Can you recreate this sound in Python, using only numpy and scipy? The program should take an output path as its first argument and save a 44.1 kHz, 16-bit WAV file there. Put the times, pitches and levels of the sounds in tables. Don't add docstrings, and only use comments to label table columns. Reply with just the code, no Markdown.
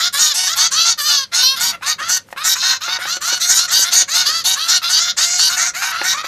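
import sys
import numpy as np
from scipy import signal
from scipy.fft import rfft, irfft
from scipy.io import wavfile

SR = 44100
rng = np.random.default_rng(int(sys.argv[2]) if len(sys.argv) > 2 else 0)


def generate_wav(signal):
    frames = np.transpose(np.atleast_2d(signal))
    scaled = np.clip(frames, -1, 1) * 32767
    pcm = np.round(scaled).astype(np.int16)
    wavfile.write(sys.argv[1], SR, pcm)


def convert_level_to_amplitude(level_db):
    exponent = np.asarray(level_db, float) / 20
    return 10 ** exponent


N = 276507


def band(x, low_hz, high_hz, order=2):
    return signal.sosfilt(signal.butter(order, [low_hz, high_hz], "band", fs=SR, output="sos"), x)


def rms_one(x):
    return x / np.sqrt(np.mean(x ** 2) + 1e-20)


def resonance(x, hz, width_hz):
    r = np.exp(-np.pi * width_hz / SR)
    feedback = [1, -2 * r * np.cos(2 * np.pi * hz / SR), r * r]
    return signal.lfilter(np.array([1, 0, -1]) * (1 - r * r) / 2, feedback, x)


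def wander(size, rate_hz):
    r = np.exp(-2 * np.pi * rate_hz / SR)
    noise = rng.standard_normal(size + 2000)
    return rms_one(signal.lfilter([1], [1, -2 * r, r * r], noise)[2000:])


def along(curve, s):
    return np.interp(s, *np.transpose(curve))


def syrinx(pitch_hz, rough):
    n = len(pitch_hz)
    rough = rough * (1 + 1.2 * np.exp(-np.arange(n) / SR / .025))
    jitter = rough * (.04 * wander(n, 400) + .02 * wander(n, 30))
    phase = 2 * np.pi * (np.cumsum(pitch_hz * (1 + jitter)) / SR + rng.random())
    orders = np.arange(1, int(16000 / pitch_hz.max()) + 1)[:, None]
    pulses = np.cos(orders * phase - .015 * orders ** 2).sum(axis=0)
    pulses = rms_one(pulses) * convert_level_to_amplitude(4.5 * rough * wander(n, 200))
    air = rng.standard_normal(n) * (1.5 + np.cos(phase))
    hiss = rms_one(band(air, 1500, 18000, order=1))
    return pulses + 3.0 * rough * hiss, phase


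# frequency in Hz, width in Hz, level in dB.
THROAT = [(1296, 860, 9.5), (2470, 3000, -14.5)]
BEAK_WIDTH_HZ = (1490, 1210, 1760, 2520)
SHRILL_HZ = (8490, 12130)


def tract(source, throat_db, open_db, first_hz, second_hz, second_db, shrill_db):
    n = len(source)
    t = np.arange(n) / SR
    throat = np.zeros(n)
    for k, (hz, width_hz, db) in enumerate(THROAT):
        flutter = convert_level_to_amplitude(db + 1.8 * wander(n, 29))
        throat += (-1) ** k * flutter * resonance(source, hz, width_hz)

    def beak_ring(hz, width_hz):
        ring = resonance(resonance(source, hz, width_hz), hz, 1.6 * width_hz)
        return convert_level_to_amplitude(3.0 * wander(n, 9)) * rms_one(ring)

    shrill_hz = np.array(SHRILL_HZ) * rng.uniform(0.904, 1.077, 2)
    first = beak_ring(first_hz, BEAK_WIDTH_HZ[0])
    second = beak_ring(second_hz, BEAK_WIDTH_HZ[1])
    third = beak_ring(shrill_hz[0], BEAK_WIDTH_HZ[2])
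    fourth = beak_ring(shrill_hz[1], BEAK_WIDTH_HZ[3])
    early_ring = beak_ring(1.087 * second_hz, BEAK_WIDTH_HZ[1])
    early_share = np.exp(-(t / 0.022) ** 2)
    beak = first - convert_level_to_amplitude(second_db) * (np.sqrt(1 - early_share) * second + np.sqrt(early_share) * early_ring)
    smeared = rms_one((third - fourth) * np.cos(1.0 * wander(n, 1200)))
    top = smeared * convert_level_to_amplitude(-60 * (t - t.mean()))
    scale = np.sqrt(np.mean(beak ** 2))
    beak_sound = convert_level_to_amplitude(open_db) / scale * (beak + convert_level_to_amplitude(shrill_db) * top)
    return convert_level_to_amplitude(throat_db) * (rms_one(band(throat, 733, 3130)) + beak_sound)


def call(out, rows, colour, voice):
    s, *columns = np.transpose(rows)
    start = max(int((s[0] - .006) * SR), 0)
    stop = min(int((s[-1] + .03) * SR), N)
    t = np.arange(start, stop) / SR
    pitch_hz, throat_db, open_db = (np.interp(t, s, c) for c in columns)
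    rise = 1 if start == 0 else np.clip((t - t[0]) / .02, 0, 1)
    leak = np.clip(t - s[-1] + .010, 0, 1) / .04
    sound = tract(voice(pitch_hz * (1 - 0.2 * leak)), throat_db, open_db, *colour)
    sound = sound * rise * convert_level_to_amplitude(-42.0 * leak)
    lag = int(rng.uniform(.0003, .0009) * SR)
    sound = sound + .4 * np.pad(sound, (lag, 0))[:len(t)]
    return out + np.pad(sound, (start, N - stop))


def voiced(out, s, pitch_hz, open_db, second_db, body, voice):
    throat_db, first_hz, shrill_db, nearness, facing = body
    throat_level = throat_db + along(nearness, s) - 0.15 * open_db
    rows = np.transpose([s, pitch_hz, throat_level, open_db])
    first_hz = first_hz + 9 * (open_db.max() - 7)
    second_hz = 6290 - 3 * second_db
    colour = first_hz, second_hz, second_db, shrill_db + along(facing, s.mean())
    return call(out, rows, colour, voice)


def chick(calls, habit, body, voice):
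    scoop, rise_s, climb, shut_db, open_s, close_db = habit
    out = np.zeros(N)
    for s, length, top_hz, open_db, second_db in calls:
        t = np.linspace(0, length, num=16)
        opening = open_db - shut_db * np.exp(-t / open_s) - close_db * (t / length) ** 2
        below = scoop * np.exp(-(t / rise_s) ** 1.38)
        pitch_hz = top_hz * (1 - below - climb * (length - t))
        out = voiced(out, s + t, pitch_hz, opening, second_db, body, voice)
    return out


# start in seconds, length in seconds, top pitch in Hz,
# beak opening in dB over the throat, second beak resonance in dB.
SCOOPER = [(0.47, 0.082, 704, 13.5, -6), (0.57, 0.11, 677.2, 18, -1), (0.71, 0.2, 687.6, 15, -3.5),
           (1.82, 0.11, 633.5, 7, -14), (1.985, 0.11, 688, 1.5, -8), (2.365, 0.12, 661, 4, -28),
           (2.81, 0.072, 745, 10.5, -7), (3.06, .12, 744, 10.5, -3), (3.21, 0.18, 744, 10.5, -1.5),
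           (3.68, 0.045, 767, 14, 8), (4.08, 0.1774, 725.5, 11.5, -5), (4.555, 0.13, 679, 10, -13),
           (5.17, 0.24, 733, 14, 2.5), (5.74, 0.12, 818, 3, -5.5), (5.91, 0.049, 784, 3, -14),
           (6.125, 0.1, 651, 3.5, 0)]
# start in seconds, length in seconds, top pitch in Hz,
# beak opening in dB over the throat, second beak resonance in dB.
STEADY = [(0.0, 0.091, 727.4, 12.5, -7.5), (1.32, 0.13, 756, 9.5, -18), (1.56, 0.092, 740, 14, -16),
          (1.72, 0.042, 727.7, -4, -23), (2.99, 0.088, 777, 4.5, -17), (3.4, 0.14, 734, 15, 0),
          (3.57, 0.096, 731, 13.5, -4.5), (3.84, 0.069, 735, 10.5, -19), (3.91, .13, 730, 13, -2),
          (4.68, .11, 730, 14, -8.5), (4.82, .09, 722, 10, -31.5), (4.97, .15, 721, 12.5, -1),
          (5.49, .075, 758, 9, 1.5), (5.58, 0.13, 721, 7.5, 6), (5.94, .1, 713, 4, -19),
          (6.235, 0.044, 694, 3.5, -4)]
# start below pitch as a share 0-1, rise time in seconds, later climb as a share per second,
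# beak shut at the start in dB, opening time in seconds, beak closing at the end in dB.
SCOOPER_HABIT = (.2, .04, 0.28, 11.5, 0.039, 3.1)
STEADY_HABIT = (.07, .04, .3, 9.6, 0.032, 2.3)
# throat level in dB, first beak resonance in Hz, shrill top in dB.
SCOOPER_BODY = (-25, 3925, -17)
STEADY_BODY = (-24.5, 4040, -17.5)
# time in seconds, level in dB.
NEARNESS = [(0, 1), (.8, 0), (1.5, -5.5), (2.1, -1.5), (2.7, -4), (3.3, -2), (3.9, -2), (4.5, -3),
            (5.099, 0), (5.6, -0.5), (6.27, -1.5)]
# time in seconds, gain of the shrill top in dB.
FACING = [(0, 3), (.4, -1), (.85, 1.5), (1.3, -4), (1.6, 5), (2.0, 4), (2.45, 3.5), (2.75, 3.5), (3.3, 6.5),
          (3.6, 6.5), (4.0, 6), (4.3, -3), (4.7, 5.5), (5.0, -2), (5.4, 7.5), (5.7, 13.5), (6.0, -5),
          (6.27, 8)]
# time in seconds, pitch in Hz,
# throat level in dB, beak opening in dB over the throat.
CLEAR = [
    [(0.13, 547.3, -25.5, 7), (0.17, 571, -27.5, 11.5), (0.2, 618.4, -28.5, 11), (0.29, 608, -29, 11.5),
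     (0.33, 580, -23.5, 7)],
    [(0.98, 616, -26, 0), (1.015, 574, -27.5, 9.5), (1.07, 609, -25, 10), (1.16, 569.5, -29.5, 17.5),
     (1.25, 526, -32, 7.5)],
    [(1.42, 524.3, -28, 13), (1.44, 508.5, -27, 17), (1.5, 535.7, -31, 16), (1.56, 537, -24.5, 5.5)],
    [(2.555, 496, -27, 3), (2.62, 524.6, -35.5, 15), (2.7, 535.4, -29, 17.5), (2.78, 517, -31.5, 5.5)],
    [(4.255, 545.5, -24, 7), (4.3, 623, -27, 11), (4.35, 665, -26, 10.5), (4.4, 672, -27, 10.5),
     (4.43, 590, -39, 14)],
]
CLEAR_ROUGH = [.2, .13, .07, .3, .2]
# first beak resonance in Hz, second in Hz, second in dB, shrill top in dB.
CLEAR_COLOUR = [(4057, 6700, -12, -12.5), (4090, 6100, -10, -14), (3930, 5700, -10.5, -17),
                (4020, 6260, -6, -15.5), (4380, 6900, -12.5, -16.5)]


def solo_chicks():
    scooper_body = (*SCOOPER_BODY, NEARNESS, FACING)
    steady_body = (*STEADY_BODY, NEARNESS, FACING)
    out = chick(SCOOPER, SCOOPER_HABIT, scooper_body, lambda hz: syrinx(hz, .25)[0])
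    out = out + chick(STEADY, STEADY_HABIT, steady_body, lambda hz: syrinx(hz, .3)[0])
    for rows, colour, rough in zip(CLEAR, CLEAR_COLOUR, CLEAR_ROUGH):
        out = call(out, rows, colour, lambda hz: syrinx(hz, rough)[0])
    return out


def both_halves(pitch_hz, ratio, rough=.21, lower_db=1.5, coupling=.2):
    high, high_phase = syrinx(pitch_hz, rough)
    low, low_phase = syrinx(pitch_hz * ratio, rough)
    upper_voice = high * (1 + coupling * np.cos(low_phase))
    lower_voice = low * (1 + coupling * np.cos(high_phase))
    return upper_voice + convert_level_to_amplitude(lower_db) * lower_voice


# start in seconds, length in seconds, top pitch in Hz, beak opening in dB over the
# throat, second beak resonance in dB.
DUO_CALLS = [(0.18, 0.12, 951, 19.5, 1.5), (0.34, 0.15, 933, 16.5, -3), (0.555, 0.1196, 923, 13, -10),
             (0.85, 0.087, 935, 19, 0), (1.08, 0.085, 912, 17, -5.5), (1.335, 0.099, 924, 18, -7),
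             (1.6, .12, 955.5, 14, -5), (1.86, 0.079, 944, 15, -1), (2.085, 0.1, 941, 16.5, -1.5),
             (2.44, 0.11, 960, 17.5, 0.5), (2.62, 0.13, 951, 3, 13), (2.87, 0.11, 932, 7, -10),
             (3.273, 0.084, 965, 12.5, 13), (3.486, 0.12, 971.5, 19, 5.5), (3.711, .14, 963, 17.5, -1),
            (3.92, 0.11, 947, 19.5, 0.5), (4.136, 0.098, 926, 15, -1.5), (4.444, .11, 951, 17.5, -4),
            (4.679, 0.099, 938, 19, 0.5), (4.892, 0.11, 964, 19.5, -4), (5.173, 0.086, 952, 19, 0.5),
            (5.384, 0.11, 961, 21.5, -2.5), (5.562, 0.12, 957, 12.5, 7.5), (5.814, .11, 951, 4.5, 1.5),
            (6.033, 0.11, 950, 10, -4.5)]
# start below pitch as a share 0-1, rise time in seconds, later climb as a share per second,
# beak shut at the start in dB, opening time in seconds, beak closing at the end in dB.
DUO_HABIT = (.08, .025, 0.1188, 11.9, 0.039, 4.7)
# throat level in dB, first beak resonance in Hz, shrill top in dB.
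DUO_BODY = (-23, 4090, -11.5)
# time in seconds, level in dB.
DUO_NEARNESS = [(0, -2), (.8, -2.5), (1.5, -1.5), (2.1, -2), (2.7, -0.5), (3.3, -1.5), (3.9, 0),
                (4.5, -0.5), (5.0, -3), (5.5, -1.5), (5.9, 1.5), (6.27, 2)]
# time in seconds, gain of the shrill top in dB.
DUO_FACING = [(0.2, 2), (.6, 1.5), (.9, -4), (1.3, -5), (1.65, 3), (2.1, 2.5), (2.5, 6.5), (2.7, -12),
              (3.3, -6), (3.55, 6), (4.0, 1.5), (4.2, 1), (4.5, 4), (4.9, -2.5), (5.4, 0), (5.85, 6),
              (6.1, -1.5)]


def duo_chick():
    body = (*DUO_BODY, DUO_NEARNESS, DUO_FACING)
    return chick(DUO_CALLS, DUO_HABIT, body, lambda hz: both_halves(hz, .805))


# time in seconds, thud level in dB, key tick level in dB.
KNOCKS = [(1.81, -46, -35), (2.012, -36, -30), (2.286, -60, -38), (2.304, -60, -38), (2.326, -39, -21),
          (2.362, -44, -30), (2.881, -32, -28), (2.987, -36, -27), (3.053, -35, -18), (3.169, -30, -28),
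          (3.326, -28, -33), (3.793, -28, -34), (4.026, -32, -34), (4.291, -36, -29), (6.014, -25, -12),
          (6.243, -32, -25)]
# frequency in Hz, level in dB, time to fade by 60 dB in seconds.
CASE = [(352, 10, 0.03), (548, 7.5, 0.0245)]


def claws():
    size = 4000
    out, t = np.zeros(N + size), np.arange(size) / SR
    for s, thud_db, key_db in KNOCKS:
        scrape = rng.standard_normal(size) * np.clip(t / .0015, 0, 1) * convert_level_to_amplitude(-60 * t / .016)
        knock = rms_one(band(scrape, 600, 2100)) * convert_level_to_amplitude(key_db - 16.0)
        for hz, db, t60 in CASE:
            level = convert_level_to_amplitude(thud_db + db + rng.normal(0, 2.2) - 60 * t / t60)
            knock = knock + np.sin(2 * np.pi * hz * t) * level
        start = int(s * SR)
        out[start:start + size] += band(knock, 540, 7500)
    return out[:N]


# time in seconds, level in dB.
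RUSTLE = [
    (2.27, -58),
    (2.332, -44),
    (2.36, -85.5),
]


def rustle():
    s, db = np.transpose(RUSTLE)
    level = convert_level_to_amplitude(np.interp(np.arange(N) / SR, s, db, left=-120, right=-120))
    grains = rng.standard_normal(N) * convert_level_to_amplitude(4.0 * wander(N, 150))
    return level * rms_one(band(grains, 1700, 14000, order=1))


# frequency in Hz, level in dB.
FLOOR = [(18, -34), (30, -2), (86, -5), (184, 5), (286, -4.5), (450, -6), (580, 1.5), (990, -120)]


def floor():
    hz, db = np.transpose(FLOOR)
    bins_hz = np.arange(1, N // 2 + 2) * SR / N
    shape = convert_level_to_amplitude(np.interp(np.log(bins_hz), np.log(hz), db))
    rumble = rms_one(irfft(rfft(rng.standard_normal(N)) * shape, N))
    hum = rms_one(resonance(rng.standard_normal(N), 93.6, 8.3))
    hiss = rms_one(band(rng.standard_normal(N), 300, 3500, order=1))
    return convert_level_to_amplitude(-53) * (convert_level_to_amplitude(2.2 * wander(N, 4)) * rumble + convert_level_to_amplitude(-7.0) * hum + convert_level_to_amplitude(-4.0) * hiss)


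def room(x):
    t60_s, level_db = .14, -17
    t = np.arange(int(.3 * SR)) / SR
    noise = band(rng.standard_normal(len(t)), 183, 3130, order=1)
    tail = noise * convert_level_to_amplitude(-60 * t / t60_s) * (t > .003)
    tail = tail / np.sqrt(np.sum(tail ** 2))
    return convert_level_to_amplitude(level_db) * signal.fftconvolve(x, tail)[:N]


def scene():
    near = solo_chicks() + duo_chick() + claws()
    return np.tile(near + room(near) + rustle() + floor(), (2, 1))


def band_limit(x):
    return signal.sosfilt(signal.butter(12, 15690, fs=SR, output="sos"), x)


def record(dry):
    soft = dry / (1 + (dry / .8) ** 4) ** .25
    top_cut = signal.cheby2(12, 70, 16300, fs=SR, output="sos")
    mix = signal.sosfilt(top_cut, soft)
    return band_limit(mix)


dry = scene()
out = record(dry)
generate_wav(out)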